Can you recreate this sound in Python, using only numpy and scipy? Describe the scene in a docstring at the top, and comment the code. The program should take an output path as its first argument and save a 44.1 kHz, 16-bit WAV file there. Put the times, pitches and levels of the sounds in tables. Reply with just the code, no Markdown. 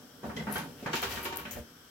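"""The wire rack of an open oven jolts and clatters as a fork and a slotted steel spatula turn fish on it.
Each blow is a decaying burst of coloured noise plus one loaded-wire note; struck steel rings as sums of modes.
Fork and blade scrape as a random train of slips with an echo, and the utensils' tips give sharp bright ticks.
Under it all the hot oven hums and hisses as steady coloured noise, with a low rumble and ring that swell and sink."""
import sys
import numpy as np
from scipy import signal
from scipy.fft import rfft, irfft, next_fast_len
from scipy.io import wavfile
from scipy.ndimage import map_coordinates

SR = 44100
rng = np.random.default_rng(int(sys.argv[2]) if len(sys.argv) > 2 else 0)


def pcm_store(signal):
    """Save signal as 16-bit PCM."""
    levels = np.round(np.clip(np.atleast_2d(signal), -1, 1) * 32767)
    wavfile.write(sys.argv[1], SR, levels.astype(np.int16).T)


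N = 83790
EVENT_SAMPLES = 32768  # length given to each struck sound
ATTACK_S = 0.0019  # time constant of the rise of blows, rings and tick echoes
CLATTER_REF_HZ = 1034  # centre of the clatter spectrum as tabled
RACK_WAVER_RAD = 0.4  # phase unrest of the ringing rack


def amp(db):
    """Decibels to gain."""
    return 10 ** (np.asarray(db) / 20)


def unit(x):
    """Scale to rms 1."""
    return x / np.sqrt(np.mean(x ** 2) + 1e-20)


def along(points, hz):
    """Read a curve of (frequency, value) points on a log frequency axis."""
    f, v = np.transpose(points)
    return np.interp(np.log(hz + 1), np.log(f + 1), v)


def level(points):
    """Gain per sample from (time_s, level_db) points."""
    return amp(np.interp(np.arange(N) / SR, *np.transpose(points)))


def wander(position):
    """A smooth random curve through one normal draw per whole step of position."""
    return map_coordinates(rng.standard_normal(2048), [position])


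def decay(t, t60):
    """Exponential fall by 60 dB in t60 seconds."""
    return np.exp(-np.log(1000) * t / t60)


def attack(t):
    """Rounded onset of a struck sound."""
    return 1 - np.exp(-t / ATTACK_S)


def add(track, start_s, sound):
    """Lay a sound into a track at a time, cut off at the track's end."""
    part = track[:, max(round(start_s * SR), 0):][:, :sound.shape[-1]]
    part += sound[..., :part.shape[1]]


def filtered(x, gain):
    """Apply a gain over frequency to x."""
    size = next_fast_len(x.shape[-1] + SR // 10)
    hz = np.fft.rfftfreq(size, 1 / SR)
    return irfft(rfft(x, size) * gain(hz), size)[..., :x.shape[-1]]


# how alike left and right are: pitch_hz, likeness (correlation, -1 to 1)
STEREO_LIKENESS = [(60, 0.92), (250, 0.9), (500, 0.81), (1000, 0.3), (2000, 0.19), (4000, -0.024),
                   (15000, -0.14)]


def stereo_angle(hz):
    """Angle in radians that splits mid and side to give the tabled likeness."""
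    return np.arccos(np.clip(along(STEREO_LIKENESS, hz), -1, 1)) / 2


def noise(gain, size):
    """Coloured stereo noise of rms 1, alike in the bass and unrelated in the treble."""
    hz = np.fft.rfftfreq(size, 1 / SR)
    angle = stereo_angle(hz)
    spectra = rfft(rng.standard_normal((2, size))) * gain(hz)
    mid, side = irfft(spectra * [np.cos(angle), np.sin(angle)], size)
    return unit(np.array([mid + side, mid - side]))


# resonances of rack and cavity: pitch_hz, width_hz, lift_db
RESONANCES = [(145.5, 6.2, 4), (227.5, 17, 4), (250, 37, 4.5), (303, 24.5, 8), (397.6, 18, 11),
              (477, 25, 11.5), (583.6, 23, 10.5), (734, 43, 8.5), (894, 83, 9), (1114, 12, 2),
              (1517, 53, 7), (1650, 10, 4.5), (1890, 130, 1.5), (3122, 59, 6.5)]


def in_oven(spectrum):
    """Lift a dB spectrum at the resonances of rack and cavity; gives a gain over frequency."""
    def gain(hz):
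        lift = sum(db / (1 + (2 * (hz - f) / width) ** 2) for f, width, db in RESONANCES)
        return amp(along(spectrum, hz) + lift)
    return gain


# how long the cavity rings: pitch_hz, t60_s
CAVITY_DECAY = [(70, 0.15), (200, 0.53), (500, 0.25), (1500, 0.29), (4000, 0.32), (8000, 0.25),
                (15000, 0.23)]


def dying(x):
    """Let each frequency die at the cavity's rate after a short hold."""
    hold_s = 0.0032
    hz, t, z = signal.stft(x, SR, nperseg=256)
    t60 = along(CAVITY_DECAY, hz)[:, None]
    fade = amp(-60 * np.maximum(t - hold_s, 0) / t60)
    return signal.istft(z * fade, SR)[1][:, :x.shape[1]]


# steady hum and hiss of the hot oven: pitch_hz, density_db (dB per Hz)
OVEN_SPECTRUM = [(25, -22), (70, 0), (165, -8.5), (205, -12), (255, -4.5), (370, -0.5), (480, -9.5),
                 (700, -9), (1100, -6.5), (1550, -1), (1900, -12), (2700, -15), (3150, -3), (3700, -12),
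                 (4500, -12.5), (5500, -5), (6800, -17), (8000, -12.5), (9500, -20), (12000, -12),
                 (16000, -17)]
# low rumble of the shaken oven: pitch_hz, density_db (dB per Hz)
RUMBLE_SPECTRUM = [(25, -57), (45, -28.5), (70, -5), (90, -11.5), (130, -17.5), (250, -44)]
# how strongly the oven is shaken: time_s, level_db
RUMBLE_LEVEL = [(.18, -82), (.27, -47), (.35, -57.5), (.45, -52), (.55, -52.5), (.64, -55.5), (.77, -59.5),
                (.88, -59), (1, -55), (1.09, -45), (1.2, -50), (1.38, -57.5), (1.5, -59), (1.59, -42),
                (1.65, -62.5), (1.8, -95)]
# lingering low ring of the rack: pitch_hz, density_db (dB per Hz)
LINGER_SPECTRUM = [(70, -17), (165, 7.5), (205, -7), (255, 4.5), (340, -11), (480, -7), (700, -12.5),
                   (1200, -26)]
# rise and fall of that ring: time_s, level_db
LINGER_LEVEL = [(0, -53.5), (.15, -57.5), (.5, -47), (.68, -48), (.79, -52.5), (1, -54), (1.9, -64)]


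def oven():
    """Steady hum and hiss, the rumble of the shaken casing and the rack's lingering ring, all as noise."""
    hum = amp(-56) * noise(lambda hz: amp(along(OVEN_SPECTRUM, hz)), N)
    rumble = level(RUMBLE_LEVEL) * noise(in_oven(RUMBLE_SPECTRUM), N)
    linger = level(LINGER_LEVEL) * noise(in_oven(LINGER_SPECTRUM), N)
    return hum + rumble + linger


# blows on the rack: start_s, thud_db, clatter_db, edge_db,
# wire_hz (pitch of the loaded wire), centre_hz (centre of the clatter)
RACK_BLOWS = [(.231, -38.5, -43.5, -58, 209, 706), (.239, -36, -42, -61, 210, 730),
              (.252, -37, -47, -58, 171.4, 600), (.293, -39, -39.5, -62, 212, 850),
              (.364, -34, -44, -44, 161, 990), (.383, -43, -51, -58, 408, 1000),
              (.404, -38, -45.5, -60, 214.6, 930), (.468, -32.5, -35, -57, 207, 925),
              (.491, -38, -39, -60, 202, 950), (.555, -37, -32, -42, 167, 950),
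              (.579, -40.5, -42, -44, 214, 990), (.634, -49, -47.5, -64, 263, 600),
              (0.824, -39, -56, -53, 248, 960), (.859, -32.5, -32.5, -45.5, 154.9, 1045),
              (.868, -45.5, -36.5, -64, 163, 790), (.93, -40.5, -30.5, -33, 253, 1140),
              (0.953, -60, -53, -34, 295, 1200), (1.025, -39.5, -30.5, -33.5, 398, 1030),
              (1.107, -52, -42, -42.5, 302, 1020), (1.156, -68, -54, -42, 293, 1800),
              (1.17, -44, -37.5, -58, 215.3, 1170), (1.25, -41, -38.5, -38, 342, 1140),
              (1.322, -46.5, -39, -44, 306.5, 1040), (1.382, -45, -43.5, -46, 304, 1230),
              (1.451, -43, -40, -56, 241.5, 1450), (1.552, -48.5, -47, -68, 330, 1270),
              (1.565, -43.5, -47.5, -75, 231, 440)]
# dull thud of a blow: pitch_hz, density_db (dB per Hz)
THUD_SPECTRUM = [(40, -51), (100, -10.5), (155, -3.5), (215, 1.5), (300, -11.5), (480, -7.5), (700, -12),
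                 (1200, -60)]
# clatter of a blow, moved to each blow's centre: pitch_hz, density_db (dB per Hz)
CLATTER_SPECTRUM = [(200, -12), (450, 0), (700, -1.5), (900, 4.5), (1200, 6), (1600, 5.5), (2300, 1),
                    (3200, -10), (4500, -19), (9000, -40)]
# bright edge of a blow: pitch_hz, density_db (dB per Hz)
EDGE_SPECTRUM = [(1200, -26), (2500, 1), (3800, -1), (5500, -6), (7500, -6.5), (9000, -21.5), (12000, -14),
                 (16000, -25)]


def rack():
    """Each blow twangs the loaded wire and sets the crowded modes of rack and walls going."""
    thud_trim_db, wire_trim_db, wire_t60_s = -3, -2, 0.33  # both trims are relative to the blow's thud_db
    out, t = np.zeros((2, N)), np.arange(EVENT_SAMPLES) / SR
    for start_s, thud_db, clatter_db, edge_db, wire_hz, centre_hz in RACK_BLOWS:
        moved = [(f * centre_hz / CLATTER_REF_HZ, db) for f, db in CLATTER_SPECTRUM]
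        thud = amp(thud_db + thud_trim_db) * noise(in_oven(THUD_SPECTRUM), EVENT_SAMPLES)
        clatter = amp(clatter_db) * noise(in_oven(moved), EVENT_SAMPLES)
        edge = amp(edge_db) * noise(in_oven(EDGE_SPECTRUM), EVENT_SAMPLES)
        twang = amp(thud_db + wire_trim_db) * np.sin(2 * np.pi * wire_hz * t) * decay(t, wire_t60_s)
        add(out, start_s, attack(t) * (dying(thud + clatter + edge) + twang))
    return out


def ring(hits, modes, waver_rad):
    """Struck steel rings in its own modes; phase and strength flutter while it stays in contact."""
    flutter_db, waver_per_s = 3, 106.8  # contact damps a ring unevenly
    out, t = np.zeros((2, N)), np.arange(EVENT_SAMPLES) / SR
    for start_s, hit_db in hits:
        for hz, mode_db, t60 in modes:
            spread = stereo_angle(hz) * rng.choice([-1, 1])
            phase = rng.uniform(0, 2 * np.pi) + waver_rad * wander(t * waver_per_s)
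            phase = phase + np.array([[spread], [-spread]])
            flutter = flutter_db * wander(t * waver_per_s)
            # the last term offsets the mean power gained by fluttering in decibels
            strength = amp(hit_db + mode_db + flutter - flutter_db ** 2 * np.log(10) / 20)
            fade = strength * decay(t, t60) * attack(t)
            add(out, start_s, fade * np.sin(2 * np.pi * hz * t + phase))
    return out


# the fork catches a wire: start_s, level_db
FORK_CATCHES = [(.364, -39), (.394, -43.5), (.424, -50)]
# the fork's modes: pitch_hz, level_db, t60_s
FORK_MODES = [(2070, 3.5, 0.17), (2070, -6, 0.12), (2004, 2, 0.12), (3170, -6, 0.15), (3360, -6.5, 0.21),
              (3930, -8.5, .11), (5260, -7, 0.071), (5540, -9, 0.09), (5990, -11, 0.073)]


def fork():
    """The fork's high modes ring briefly as it catches a wire, with strong phase unrest."""
    return ring(FORK_CATCHES, FORK_MODES, waver_rad=0.71)


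# fork, then blade, slides over the wires: time_s, level_db
SLIDE_LEVEL = [(.45, -83), (.5, -56), (.55, -41), (.62, -55), (.76, -63.5), (.81, -51), (.92, -83),
               (.97, -42.5), (1.06, -47.5), (1.13, -40), (1.2, -45.5), (1.3, -52.5), (1.4, -75),
               (1.535, -45.5), (1.62, -63), (1.68, -67.5)]
# colour of the scrape: pitch_hz, density_db (dB per Hz)
SCRAPE_SPECTRUM = [(120, -32), (350, -7), (1000, -11.5), (2200, -6), (4000, -12.5), (6000, -13),
                   (9000, -19), (12500, -13), (16000, -13.5)]


def scrape():
    """Steel sticks and slips at random with an unsteady grip; every slip echoes in the cavity."""
    slips_per_s, scatter_db, echo_db = 450, 10.5, 7  # echo_db is over the direct sound
    grip_db, grips_per_s = 1, 93  # depth and rate of the steel's catches
    strength = amp(scatter_db * np.tanh(rng.standard_normal(N)))
    slips = (rng.random(N) < slips_per_s / SR) * strength * rng.choice([-1, 1], N)
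    answer = dying(noise(np.ones_like, EVENT_SAMPLES))
    answer = answer / np.linalg.norm(answer[0])
    echo = signal.fftconvolve(slips[None], answer, axes=1)[:, :N]
    grip = amp(grip_db * wander(np.arange(N) * grips_per_s / SR))
    rasp = filtered(slips + amp(echo_db) * echo, in_oven(SCRAPE_SPECTRUM))
    return level(SLIDE_LEVEL) * unit(grip * rasp)


# ticks of the tips (the faint one at 0.949 s is only an echo, not a tip of its own): start_s, snap_db, echo_db,
# centre_hz, skirt_db (broad skirt around the centre)
TIP_TICKS = [(0.513, -38, -44, 11660, -20), (0.5247, -25, -44, 11400, -26), (0.526, -22, -38, 11100, -23),
             (.549, -32, -53, 11600, -12), (0.582, -27, -45.5, 11000, -3), (0.949, -44, -42, 12800, -1),
             (1.0197, -24.5, -40, 14200, -1), (1.026, -30, -51, 13200, -11), (1.1072, -42, -44, 12200, -7),
             (1.23, -30, -41, 12900, -8), (1.2469, -27, -43.5, 12000, -1), (1.3602, -25.5, -48, 12700, -14),
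             (1.3719, -19, -40.5, 12900, -7), (1.5094, -37, -45.5, 6700, -9),
             (1.5116, -27, -39, 13900, -12)]


def ticks():
    """A tip snaps off a wire in under a millisecond; the cavity answers with a short hiss."""
    snap_s, echo_t60_s = 0.00041, 0.24  # time constant of the snap, decay of its echo
    band_oct, skirt_oct = 0.18, 0.65  # widths (standard deviations) in octaves
    out, t = np.zeros((2, N)), np.arange(EVENT_SAMPLES) / SR
    echo = decay(t, echo_t60_s) * attack(t)
    fall = np.exp(-t / snap_s)
    for start_s, snap_db, echo_db, centre_hz, skirt_db in TIP_TICKS:
        def colour(hz):
            octaves = np.log2((hz + 1) / centre_hz)
            band = np.exp(-.5 * (octaves / band_oct) ** 2)
            skirt = np.exp(-.5 * (octaves / skirt_oct) ** 2)
            return band + amp(skirt_db) * skirt
        hiss = noise(colour, EVENT_SAMPLES)
        snap = fall * hiss
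        # give each channel's snap the energy of the bare envelope
        snap = snap * np.linalg.norm(fall) / np.linalg.norm(snap, axis=1, keepdims=True)
        add(out, start_s, amp(snap_db) * snap + amp(echo_db) * echo * hiss)
    return out


# a bare wire of the rack is knocked: start_s, level_db
WIRE_KNOCKS = [(.555, -38.5)]
# the bare wire's modes: pitch_hz, level_db, t60_s
WIRE_MODES = [(1476, -2, 0.34), (1587, 2, 0.3), (3140, 0, 0.19)]


def bare_wire():
    """A bare wire of the rack is knocked and rings on in its own modes."""
    return ring(WIRE_KNOCKS, WIRE_MODES, RACK_WAVER_RAD)


# the spatula strikes a wire: start_s, level_db
SPATULA_STRIKES = [(.931, -40), (1.026, -43.5), (1.171, -51), (1.204, -52), (1.251, -41), (1.322, -48.5),
                   (1.384, -50)]
# the spatula's modes: pitch_hz, level_db, t60_s
SPATULA_MODES = [(381, 0.5, 0.48), (755, -9.5, 0.66), (928, 4, 0.56), (1110, 0, 0.45), (1225, -5.5, 0.67),
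                 (1406, 0, 0.23), (1960, -8, 0.17), (2330, 2, 0.29), (2818, -6.5, 0.46), (3060, -11, 0.66),
                 (3670, -11, 0.28)]


def spatula():
    """The slotted spatula strikes wires and rings in its own modes."""
    return ring(SPATULA_STRIKES, SPATULA_MODES, waver_rad=0.36)


# the rack's frame drops back on its runners: start_s, level_db
FRAME_DROPS = [(1.566, -44)]
# the frame's modes: pitch_hz, level_db, t60_s
FRAME_MODES = [(406, -7, 0.19), (483, -5.5, .15), (589, 5, 0.2), (688, -5, 0.15)]


def frame():
    """The rack's frame drops back on its runners and rings in its low modes."""
    return ring(FRAME_DROPS, FRAME_MODES, RACK_WAVER_RAD)


def crowded(x):
    """Countless narrow modes of wires and walls favour some frequencies, differently in each channel."""
    unevenness_db, spacing_hz = 3, 22.14  # the unevenness is reached only towards the treble

    def gain(hz):
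        ripple = np.array([wander(hz / spacing_hz) for _ in range(2)])
        depth_db = unevenness_db * hz ** 2 / (hz ** 2 + CLATTER_REF_HZ ** 2)
        # the last term offsets the mean power gained by rippling in decibels
        return amp(depth_db * ripple - depth_db ** 2 * np.log(10) / 20)
    return filtered(x, gain)


def scene():
    """Everything sounds from the open oven."""
    steel = fork() + bare_wire() + spatula() + frame()
    return oven() + crowded(rack() + scrape()) + steel + ticks()


# balance of the channels: pitch_hz, left_over_right_db
CHANNEL_LEAN = [(100, -0.4), (700, -0.3), (1300, -1), (2400, 0.2), (4400, 1.5), (6200, 13), (8200, 33),
                (11000, 15.5), (15000, 6.5)]


def record(dry):
    """The right channel is shaded in the treble; nothing is kept above the band limit."""
    top_hz = 16000

    def channel_gains(hz):
        ratio = amp(along(CHANNEL_LEAN, hz))
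        shared = np.sqrt(2 / (1 + ratio ** 2))  # keeps the summed power of the two gains
        return np.array([ratio, np.ones_like(hz)]) * shared * (hz < top_hz)
    return filtered(dry, channel_gains)


dry = scene()
out = record(dry)
pcm_store(out)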